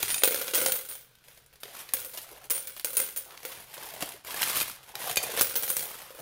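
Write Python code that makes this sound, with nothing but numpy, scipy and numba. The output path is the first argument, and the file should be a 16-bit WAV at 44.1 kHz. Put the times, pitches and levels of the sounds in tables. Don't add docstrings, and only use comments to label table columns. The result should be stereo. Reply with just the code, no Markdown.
import sys
import numpy as np
from scipy import signal
from scipy.fft import rfft, irfft, next_fast_len
from scipy.io import wavfile
from numba import njit

SR = 44100
rng = np.random.default_rng(int(sys.argv[2]) if len(sys.argv) > 2 else 0)


def put_to_file(sound):
    columns = np.atleast_2d(sound).T
    safe = np.clip(columns, -1, 1)
    whole_steps = np.round(safe * 32767)
    wavfile.write(sys.argv[1], SR, whole_steps.astype(np.int16))


N = 273861
CLOCK = np.arange(0, N / SR, .001)

# t/s, click level/dB, floor thud re click/dB, wall clack re click/dB,
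# first rebound re blow/dB
LANDING_TABLE = [(0.2353, 13.5, -6, -5.5, -27), (0.2453, 9.5, -36, -16, -29), (0.2523, -1, 0, -1, -14),
                 (0.2758, 9.5, -1.5, -11.5, -27), (0.2828, -1, -10, -5, -20), (0.3088, 0, -4, -16, -7),
                 (0.3197, -5, -0.5, -1.5, -3.5), (0.3447, 3.5, -7, -7.5, -17), (0.358, -6.5, -10, -2, -2.5),
                 (0.388, -6, -4, -8, -2), (0.414, -2.5, -1, -4, -6), (0.471, -8, -14, -11, -8),
                 (0.48, -7.5, -0.5, 2.5, -7.5), (0.536, -4, 2.5, 0.5, -1), (0.5474, 7.5, -19, -10, -5.5),
                 (0.5531, 3.5, -8, -8, -10), (0.577, -5, 3.5, -4, 0.5), (0.615, -11.5, 0, -13, 10.5),
                 (0.661, 6, -2, -1.5, -10.5), (0.7207, 5.5, -20, -9.5, -13), (0.7543, -8, -15, -35, 0),
                 (0.888, -12, -20, -9, -1.5), (0.923, -11.5, -18, -9, -7.5), (0.954, -16.5, -12, -5, -20),
                 (1.9365, 10, -27.5, -15, -15.5), (1.993, -10.5, -15, -11, -2), (2.048, -8, -9, -29, -7),
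                 (2.4993, -2, -23, -11, -3), (2.505, 4.5, -18, -17, -12), (2.511, 0.5, -15, -10, -21),
                 (2.556, -10, -12.5, -16, 1.5), (2.672, -7, -21, -9.5, -5.5),
                 (2.8463, 5.5, -9.5, -22.5, -9.5), (2.932, -3.5, -15, -22, -10),
                 (2.9582, -10.5, -14, -8, -12), (2.9692, 10, -18.5, -17.5, -9.5),
                 (3.001, 6.5, -11, -14, -14.5), (3.162, -2.5, -20, -11.5, -7), (3.174, -0.5, -27, -19, -23),
                 (3.451, -6.5, 0, -4, -5), (5.4107, 14.5, -18, -12.5, -17), (5.418, 9.5, -26, -14, -23),
                 (5.425, 2, -21, -22, -39), (5.491, -13.5, -11, -9, 6.5), (5.5553, 1, -16, -4.5, -8),
                 (5.562, 5, -21, -10.5, -11), (5.625, -2.5, -19, -11, -3), (5.634, 0, -26, -7.5, -8),
                 (5.686, -5.5, -23, -31, 4.5), (5.702, 4.5, -32, -25, -14), (5.7675, 6.5, -23, -19, -10),
                 (5.831, -10, -18, -14, -1), (6.105, -27.5, 14.5, 2, -26), (6.143, -30.5, 8, -6.5, 5.5),
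                 (6.188, -28.5, 4, -2, -2)]


def undb(db):
    return 10 ** (np.asarray(db) / 20)


def unit(x):
    return x / np.sqrt(np.mean(np.sum(x ** 2, axis=-1, keepdims=True), axis=-2, keepdims=True))


def fade(t, t60):
    return np.exp(-np.log(1000) * t / t60)


def colour(x, points):
    n = next_fast_len(x.shape[-1], True)
    hz, db = np.transpose(points)
    curve = np.interp(np.log(np.fft.rfftfreq(n, 1 / SR) + 1), np.log(hz), db)
    cepstrum = irfft(np.log(undb(curve)), n)
    cepstrum[1:n // 2] *= 2
    cepstrum[n // 2 + 1:] = 0
    return irfft(rfft(x, n) * np.exp(rfft(cepstrum)), n)[..., :x.shape[-1]]


def pair(side_db, size, count):
    mid, side = rng.standard_normal((2, count, 1, size))
    return mid + undb(side_db) * side * np.array([[1], [-1]])


@njit
def scatter(starts, sizes, picks, bank):
    out = np.zeros((2, N))
    for k in range(len(starts)):
        for c in range(2):
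            for i in range(min(bank.shape[2], N - starts[k])):
                out[c, starts[k] + i] += sizes[k] * bank[picks[k], c, i]
    return out


def cracks(points, t60, side_db, rise_s):
    noise = pair(side_db, size=2048, count=96)
    t = np.arange(noise.shape[-1]) / SR
    envelope = (1 - np.exp(-t / rise_s)) * fade(t, t60)
    return unit(colour(noise * envelope, points))


def rings(modes, detune, uneven_db, port_phase, size, count):
    t = np.arange(size) / SR
    bank = 0
    for hz, db, t60 in modes:
        pitch, weight, damping, angle = rng.standard_normal((4, count, 1, 1))
        shifted_hz = hz * np.exp(detune * pitch)
        phase = 2 * np.pi * shifted_hz * t + port_phase * angle * np.array([[1], [-1]])
        level = undb(db + uneven_db * weight)
        bank = bank + level * fade(t, t60 * np.exp(.25 * damping)) * np.sin(phase)
    return unit(bank)


def play(times, levels_db, banks):
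    starts = np.clip(times * SR, 0, N - 1).astype(np.int64)
    picks = rng.random((len(times), len(banks))).T
    sound = 0
    for db, pick, bank in zip(levels_db, picks, banks):
        sound = sound + scatter(starts, undb(db), (pick * len(bank)).astype(np.int64), bank)
    return sound


def blows(table, banks, click_db, thud_db, clack_db, ring_db, gap_s, loss_db, count):
    ring_choke = .3
    s, peak, thud, clack, rebound = np.transpose(table)[:, :, None]
    hop = np.arange(count)
    gaps = gap_s * .85 ** hop * rng.uniform(.5, 1.5, (len(s), count))
    times = s + np.cumsum(gaps, axis=1) - gaps
    force = peak + (hop > 0) * (rebound - loss_db * (hop - 1))
    parts = (click_db, thud + thud_db, clack + clack_db, ring_db - ring_choke * peak)
    return play(times.ravel(), [(force + part).ravel() for part in parts], banks)


def rattle(levels_db, banks, trims_db, uneven_db, count):
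    slot, strength = rng.random((count * N // SR, 2)).T
    t = (np.arange(len(slot)) + 2 * slot) / count
    force = -uneven_db * np.log(.03 + strength)
    force -= 10 * np.log10(np.mean(undb(force) ** 2) * count / SR)
    click, thud, clack = (np.interp(t, CLOCK, db) for db in levels_db)
    heard = click + trims_db[0] > -85
    levels = [(force + trim + db)[heard] for db, trim in zip((click, thud, clack, click), trims_db)]
    return play(t[heard], levels, banks)


def from_right(x, lag_samples):
    n = next_fast_len(N + SR // 10, True)
    delay = np.exp(-2j * np.pi * np.fft.rfftfreq(n) * lag_samples)
    late = irfft(rfft(x[0], n) * delay, n)[:N]
    return np.array([late, x[1]])


def air():
    # f/Hz, level/dB
    air_colour = [(25, 4), (45, 9), (60, 12.5), (85, -5.5), (125, 11), (200, -3), (500, -12), (1300, -7),
                  (1520, 2), (1800, -9), (4000, -7), (16000, -26)]
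    level_db = -63.5
    noise = pair(side_db=-2, size=N, count=1)[0]
    return undb(level_db) * np.sqrt(N) * unit(colour(noise, air_colour))


def reflections(x, t60, size):
    t = np.arange(size) / SR
    x = np.pad(x, ((0, 0), (size, 2 * size)))
    out = np.zeros((2, N + 4 * size))
    for start in range(0, N + size, size):
        paths = unit(rng.standard_normal((2, size)) * fade(t, t60) * (t > .0015))
        piece = x[:, start:start + 2 * size] * np.hanning(2 * size)
        out[:, start:start + 3 * size - 1] += signal.fftconvolve(piece, paths, axes=1)
    return out[:, size:size + N]


def kitchen(x, early_db, early_t60, late_db, late_t60, treble_t60):
    # f/Hz, level/dB
    room_colour = [(60, 11.5), (300, -4), (600, -4), (1200, -2.5), (4000, 0), (9000, 2.5), (16000, -2)]
    t = np.arange(SR * 2 // 3) / SR
    far = rng.standard_normal((2, len(t)))
    low = signal.sosfilt(signal.butter(2, 5000, fs=SR, output="sos"), far)
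    high = signal.sosfilt(signal.butter(2, 5000, "high", fs=SR, output="sos"), far)
    tail = unit((low * fade(t, late_t60) - high * fade(t, treble_t60)) * (t > .007))
    late = signal.fftconvolve(x, tail, axes=1)[:, :N]
    early = reflections(x, early_t60, size=1024)
    return x + colour(undb(early_db) * early + undb(late_db) * late, room_colour)


def hand():
    # t/s, level/dB
    bump_table = [(0.024, -21.5), (.12, -23), (1.937, -23), (4.6, -30), (4.702, -28), (5.415, -26)]
    # f/Hz, level/dB
    bump_colour = [(25, -8), (60, -4), (135, 1.5), (310, -2), (480, -20), (1200, -55)]
    s, db = np.transpose(bump_table)
    return play(s, [db], [cracks(bump_colour, t60=0.055, side_db=-22, rise_s=0.0017)])


def rims():
    # t/s, level/dB
    clank_table = [(0.0273, -7), (0.104, -13), (0.144, -3.5), (0.181, -6.5), (0.2365, 2), (2.847, -15),
                   (4.431, -20), (4.611, -4.5), (5.098, -11), (5.1705, 0.5), (5.173, 0), (5.1754, 0),
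                   (5.77, -19)]
    # f/Hz, level/dB, T60/s
    rim_modes = [(2430, -3, 0.033), (2582, 3, 0.048), (3200, -1, 0.036), (3660, 1, 0.026),
                 (4030, 1.5, 0.015), (4620, 4, 0.017), (6270, 4.5, 0.018), (6270, -2.5, 0.022),
                 (6900, 4, 0.023)]
    s, db = np.transpose(clank_table)
    bank = rings(rim_modes, detune=.025, uneven_db=3, port_phase=.4, size=4096, count=32)
    return from_right(play(s, [db], [bank]), lag_samples=0.77)


def thumps(t60, rise_s):
    # t/s, f/Hz, level/dB before the rise and decay
    thump_table = [(1.652, 420, -40), (2.314, 360, -47), (3.574, 170, -40), (4.024, 300, -25.5),
                   (4.143, 403, -40), (5.095, 720, -27), (5.171, 536, -27), (5.238, 477, -31.5),
                   (5.293, 483, -29.5), (5.335, 450, -33), (5.376, 443, -24), (5.411, 430, -25),
                   (6.187, 472, -38)]
    t = np.arange(SR // 8) / SR
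    s, hz, db = np.transpose(thump_table)
    swing = (1 - np.exp(-t / rise_s)) * fade(t, t60) * np.sin(2 * np.pi * hz[:, None] * t)
    both_ports = np.stack([swing, swing], axis=1)
    return scatter((s * SR).astype(np.int64), undb(db), np.arange(len(s)), both_ports)


def chimes(ring_t60, split, twin_db):
    # t/s, low mode f/Hz, level/dB, high mode f/Hz, level/dB, time free/s
    chime_table = [(0.028, 9040, -37, 15270, -35, 0.16), (.085, 9220, -31, 15200, -32, 0.082),
                   (.11, 9500, -27, 15100, -34, 0.16), (.16, 9360, -28, 15200, -34, 0.12),
                   (0.2437, 9030, -25.5, 15400, -18, 0.04), (.28, 9170, -35, 15050, -23, 0.12),
                   (.345, 9070, -35, 14800, -45, 0.17), (0.554, 8900, -37, 15000, -19, 0.11),
                   (.58, 9300, -30, 15100, -31, 0.11), (.661, 9300, -27.5, 15500, -28, 0.15),
                   (.721, 9200, -33, 14700, -23, 0.13), (.889, 9500, -36, 14900, -35, 0.09),
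                   (2.505, 9250, -30, 15000, -21, 0.039), (2.54, 9290, -29.5, 15670, -34, 0.13),
                   (2.931, 13050, -39, 15670, -40, 0.052), (2.969, 9600, -22, 15200, -24, 0.019),
                   (3.001, 9300, -31.5, 14900, -31, 0.064), (3.17, 9330, -33.5, 14600, -29, 0.042),
                   (5.418, 9400, -38, 15140, -20, 0.076), (5.561, 12000, -32.5, 15200, -21, 0.087),
                   (5.699, 9530, -28.5, 14700, -40, 0.056), (5.768, 13000, -33.5, 14900, -33, 0.14)]
    width_hz = 55
    t = np.arange(SR // 3) / SR
    s, low_hz, low_db, high_hz, high_db, free_s = np.transpose(chime_table)[:, :, None, None]
    free = np.exp(-(t / free_s) ** 4)
    sound = 0
    for hz, db, t60 in ((low_hz, low_db, ring_t60), (high_hz, high_db, 0.83 * ring_t60)):
        steps = rng.standard_normal((len(s), 2, len(t)))
        wobble = np.cumsum(steps, axis=-1) * np.sqrt(2 * np.pi * width_hz / SR)
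        main = np.sin(2 * np.pi * hz * t + wobble[:, :1])
        twin = np.cos(2 * np.pi * hz * (1 + split) * t + wobble[:, 1:]) * np.array([[1], [-1]])
        sound = sound + undb(db) * free * fade(t, t60) * (main + undb(twin_db) * twin)
    starts = (s.ravel() * SR).astype(np.int64)
    return from_right(scatter(starts, np.ones(len(s)), np.arange(len(s)), sound), lag_samples=1.0)


def stick_slip():
    jump_db, jumps_per_s = 1.8, 110
    holds = np.cumsum(rng.random(len(CLOCK)) < jumps_per_s * CLOCK[1])
    return jump_db * np.clip(rng.standard_normal(len(CLOCK) + 1), -2, 2)[holds]


def sliding_levels():
    # t/s, grinding level/dB, wall thud level/dB
    sliding_table = [
        [(0.0, -31, -51.5), (0.055, -38.5, -61), (0.136, -33.5, -59), (0.22, -53, -66)],
        [(1.0, -88.5, -80), (1.056, -75, -76), (1.21, -75, -82), (1.285, -58.5, -70), (1.36, -57, -75),
         (1.49, -76, -79), (1.625, -72, -78)],
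        [(1.625, -58, -69), (1.662, -54, -63.5), (1.796, -42, -56.5), (1.856, -51, -66), (1.93, -53, -65)],
        [(2.1, -55, -79.5), (2.16, -43.5, -69), (2.334, -55.5, -60.5), (2.47, -58, -59)],
        [(3.26, -64, -58), (3.335, -55, -54.5), (3.406, -57, -68), (3.54, -44.5, -56), (3.666, -54.5, -67.5),
         (3.808, -46.5, -53.5), (3.922, -48, -54.5), (3.968, -45.5, -52.5), (4.09, -44, -55.5),
         (4.22, -62, -70)],
        [(4.235, -61, -74), (4.268, -40, -49.5), (4.321, -40.5, -50.5), (4.445, -34, -50.5),
         (4.519, -34, -46.5), (4.585, -30, -47.5), (4.645, -41.5, -60.5), (4.75, -44.5, -65), (4.795, -64, -65),
         (4.87, -58, -69), (4.89, -47.5, -54), (4.94, -67, -65)],
        [(4.94, -60, -52), (5.008, -35, -52.5), (5.108, -37, -47), (5.16, -53, -55), (5.232, -39.5, -46.5),
         (5.41, -39, -51)],
        [(5.81, -54, -54), (5.87, -47, -53.5), (5.91, -45, -57.5), (5.994, -44.5, -57), (6.21, -59, -66.5)],
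    ]
    clack_share = 0.33
    stretches = [np.transpose(stretch) for stretch in sliding_table]
    click, thud = (
        np.max([np.interp(CLOCK, part[0], part[k], left=-120, right=-120) for part in stretches], axis=0)
        for k in (1, 2))
    catch = stick_slip()
    click, thud = click + catch, thud + catch / 2
    return click, thud, click + clack_share * (thud - click)


@njit
def resonance(x, hz, width):
    y, b, l = np.empty(len(x)), 0., 0.
    for i in range(len(x)):
        g = np.tan(np.pi * hz[i] / SR)
        v = (b + g * (x[i] - l)) / (1 + g * (g + width))
        b, l, y[i] = 2 * v - b, l + 2 * g * v, width * v
    return y


def scrape(level_db, trim_db, uneven_db, count):
    # t/s, f/Hz
    wall_pitch = [
        [(1.65, 458), (1.678, 460), (1.778, 1090), (1.792, 940), (1.92, 1200)],
        [(2.1, 534), (2.142, 546), (2.196, 1050), (2.3, 549.7), (2.47, 796)],
        [(3.25, 550), (3.324, 1273), (3.482, 525), (3.516, 1250), (3.62, 632)],
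        [(3.7, 776), (3.8, 950), (3.95, 680), (4.128, 760), (4.156, 541), (4.2, 698)],
        [(4.26, 807), (4.442, 1330), (4.48, 980), (4.568, 1270), (4.62, 1100)],
        [(4.96, 810), (5.136, 663), (5.162, 547), (5.232, 685), (5.4, 503)],
        [(5.8, 606), (5.872, 830), (5.942, 1000), (6.032, 810), (6.08, 1055)],
    ]
    width = .4
    hz = np.interp(np.arange(N) / SR, *np.concatenate(wall_pitch).T)
    where, force, sign = rng.random((3, count * N // SR))
    pulses = np.sign(sign - .5) * undb(-uneven_db * np.log(1 - force))
    slips = np.bincount((where * N).astype(np.int64), pulses, N)
    hollow = resonance(resonance(slips, hz, width), hz, width) / np.sqrt(hz)
    return hollow / np.std(hollow) * undb(np.interp(np.arange(N) / SR, CLOCK, level_db) + trim_db)


def bottle(coins):
    # t/s, click level/dB, bottle thud re click/dB, wall clack re click/dB, first rebound re blow/dB
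    knock_table = [(0.029, 5.5, -15, -7.5, -33), (0.0495, -12, -23, 0, -14), (0.0575, -5, -21, -10, -18),
                   (0.081, -7.5, -33, -1.5, -6), (0.103, -2, -35, -3, -9), (0.1432, 2.5, -30, -16, -21),
                   (0.181, -10, -37, -16, -2), (0.22, -16.5, 5.5, 6, -26), (1.153, -33, -16, -1, -27),
                   (1.186, -38, -13, -1, -20), (1.24, -33, -12, -1, -6), (1.283, -26.5, -4, -1, -20),
                   (1.312, -32, -10, 0, -9), (1.375, -27, -6, -2, -13), (1.462, -29, -20, -11, -23),
                   (1.528, -34, -4, -1, -4), (1.557, -31.5, -16, 0.5, -14), (1.603, -28, -18, -12, -2),
                   (1.633, -10, -10.5, -2, -27), (1.655, -23.5, 0, 1, -15), (1.89, -21, -26, 5, -21),
                   (2.136, -16.5, -11, -11.5, -0.5), (2.174, -10.5, -13, -5.5, -4.5),
                   (2.216, -16, -18, -22, -4.5), (2.314, -21, -2, -20.5, -5), (2.441, -21.5, -10, -9, -4),
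                   (2.765, -15, -14, -5.5, -5), (2.7965, -11.5, -18, -5, -13), (3.307, -27, -7, 2.5, -7),
                   (3.375, -23.5, -36, 5.5, -31), (3.431, -19, -3.5, -4, -10),
                   (3.513, -29.5, -19, 2.5, 4.5), (3.778, -21.5, 3, 3.5, -22),
                   (3.741, -14.5, -23, -6.5, -7), (3.832, -13.5, -20, -14, -16), (3.856, -16, -21, -12, -5),
                   (3.889, -16.5, -20, -4, -5), (3.938, -14.5, -4.5, -9, -8.5), (4.007, -11, -8, -3, -6),
                   (4.0238, -4.5, 1.5, -2.5, -14), (4.058, -14, -22, -10, -21), (4.09, -9, -24, -12, -21),
                   (4.12, -13.5, -15, -6.5, -25), (4.308, -11.5, -24, -1.5, -12),
                   (4.342, -20.5, 6.5, -9, -14), (4.393, -11.5, -19, -0.5, -5.5),
                   (4.419, 1, -48, -2.5, -16), (4.4295, 0, -37, 0.5, -28), (4.436, -1, -33, -6.5, -28),
                   (4.46, -10, -10, -4, -11), (4.483, -6.5, -14, -4.5, -4.5), (4.4975, 1, -24, -13, -10),
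                   (4.557, -5.5, -31, -3.5, -1.5), (4.6015, -2, -28, -2.5, -11.5),
                   (4.6105, -1, -33, -7, -5), (4.677, -12, -18, -18, -18), (4.83, -27.5, -8, -2, -4),
                   (4.89, -22, -14, -8, -23), (4.919, -32, -16, 4, -16), (4.954, -10.5, -8, 2, -28),
                   (4.997, -19.5, 4, -11, -19), (5.0745, -5, -5, -15, -31), (5.096, -7, -7, -3, -14),
                   (5.1125, -4.5, -25, -5.5, -14), (5.127, -7, -27, -11, -20), (5.1585, -1, -23, -9, -22),
                   (5.1703, 0.5, -14, -6.5, -22), (5.175, 0.5, -20, -12, -24), (5.229, -1, -14, -18, -6),
                   (5.338, -16, 5, -15, -10), (5.366, -7.5, -9, -6, -14), (5.3745, -2, -6.5, -3.5, -4.5),
                   (5.395, 1, -35, -4, -12), (6.19, -25, 6, -4, -2)]
    # f/Hz, level/dB
    click_colour = [(1500, -64), (4000, -3), (5500, -2.5), (8200, 0), (9600, 6.5), (11000, 7.5),
                    (11800, 4.5), (13100, 10.5), (14400, 2.5), (15200, 0), (16000, -10)]
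    clack_colour = [(400, -13.5), (800, -8), (1300, -5.5), (1800, 0.5), (2550, 1.5), (3300, 1), (4200, -2),
                    (7000, -7.5), (14000, -14)]
    thud_colour = [(30, -3), (80, -35), (140, -6.5), (220, -15), (320, -5), (480, 1), (720, -0.5),
                   (1100, -7), (2500, -22.5)]
    # f/Hz, level/dB, T60/s
    wall_modes = [(1100, 2.5, 0.018), (1690, 4, 0.016), (2640, 2, .011)]
    thud = cracks(thud_colour, t60=0.031, side_db=-28, rise_s=0.00093)
    click = cracks(click_colour, t60=.0037, side_db=-7, rise_s=.0005)
    clack = cracks(clack_colour, t60=.018, side_db=-8, rise_s=.0001)
    tock = rings(wall_modes, detune=0.245, uneven_db=2.5, port_phase=0.21, size=2048, count=96)
    knocks = blows(knock_table, (click, thud, unit(clack + 0.21 * tock), coins), click_db=0.1, thud_db=-2.0,
                   clack_db=0.17, ring_db=-13.0, gap_s=0.0045, loss_db=0.0, count=5)
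    sliding = sliding_levels()
    grinding = rattle(sliding, (click, thud, clack, coins), trims_db=(-1.5, -1.5, -1.0, -23),
                      uneven_db=2.5, count=900)
    slips = rattle(sliding, (click, thud, tock, coins), trims_db=(-2.0, -8, -3, -18),
                   uneven_db=4.5, count=160)
    scraping = scrape(sliding[1], trim_db=0, uneven_db=1.8, count=2500)
    return from_right(knocks + grinding + slips + scraping, lag_samples=1.95)


def settling_levels():
    rise_s, decay_db_per_s = 0.0096, 135.5
    memory = 0.37
    thud_decay_db_per_s = 27
    s, peak, thud, clack, rebound = np.transpose(LANDING_TABLE)[:, :, None]
    age = np.maximum(CLOCK - s, 0)
    stir = (1 - np.exp(-age / rise_s)) * undb(peak + rebound - decay_db_per_s * age)
    parts = (0, memory * thud - thud_decay_db_per_s * age, memory * clack)
    return [10 * np.log10(np.sum((stir * undb(part)) ** 2, axis=0) + 1e-18) for part in parts]


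def tub(coins):
    # f/Hz, level/dB, T60/s
    floor_modes = [(412, -16, 0.1), (480, -4.5, 0.093), (522, 5, 0.12), (566.6, -6.5, 0.11),
                   (1477, -1, 0.039), (2110, -7, 0.02)]
    # f/Hz, level/dB, T60/s
    side_modes = [(1513, -0.5, 0.028), (2238, -1.5, 0.038), (3170, -0.5, 0.02), (4300, 0.5, 0.017),
                  (5550, 0, 0.018)]
    # f/Hz, level/dB
    click_colour = [(1500, -9.5), (4000, -7), (5500, -6.5), (7500, -4), (9400, 2.5), (11300, -0.5),
                    (13000, 0.5), (14300, 1.5), (15300, 2), (17000, 1.5)]
    clack_colour = [(250, -15), (800, 0.5), (1100, -3.5), (1520, 0.5), (1850, -2.5), (2300, 0.5),
                    (3200, 1.5), (4200, -2), (7000, -4.5), (14000, -9.5)]
    floor = rings(floor_modes, detune=.022, uneven_db=3, port_phase=.05, size=4096, count=48)
    floor = unit(signal.sosfilt(signal.butter(2, 240, "high", fs=SR, output="sos"), floor))
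    click = cracks(click_colour, t60=.0037, side_db=-4, rise_s=.0005)
    clack = cracks(clack_colour, t60=0.023, side_db=-35, rise_s=0.00028)
    tock = rings(side_modes, detune=0.061, uneven_db=2.5, port_phase=0.26, size=2048, count=96)
    banks = (click, floor, unit(clack + tock / 2), coins)
    landings = blows(LANDING_TABLE, banks, click_db=-2.5, thud_db=-7.0, clack_db=-4.0, ring_db=-6.0,
                     gap_s=.005, loss_db=4.5, count=6)
    settling = rattle(settling_levels(), banks, trims_db=(-28.5, -34, -30.5, -29.0), uneven_db=4, count=280)
    return from_right(landings + settling, lag_samples=0.88)


def scene():
    # f/Hz, level/dB, T60/s
    coin_modes = [(6400, -5, .08), (8870, -2, 0.17), (9330, 0.5, 0.2), (9840, 4, 0.14), (10600, 4, 0.099),
                  (11440, 0, 0.16), (12400, 7.5, 0.086), (13100, 12, 0.11), (13900, 7, 0.11),
                  (15400, 6.5, .16), (15400, 6, 0.16)]
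    coins = rings(coin_modes, detune=.014, uneven_db=4.5, port_phase=0.8, size=8000, count=128)
    singing = chimes(ring_t60=.32, split=.006, twin_db=-5)
    close = tub(coins) + bottle(coins) + rims() + thumps(t60=0.044, rise_s=0.0014) + singing
    close = signal.sosfilt(signal.butter(2, 100, "high", fs=SR, output="sos"), close) + hand()
    sound = kitchen(close, early_db=-4.5, early_t60=0.017, late_db=-9.5, late_t60=0.52, treble_t60=0.14)
    balance_db = -.5
    return sound * undb(np.array([[balance_db], [-balance_db]]) / 2) + air()


def record(dry):
    top_cut = signal.ellip(10, .2, 70, 15750, fs=SR, output="sos")
    return signal.sosfilt(top_cut, np.clip(dry, -1, 1))


dry = scene()
out = record(dry)
put_to_file(out)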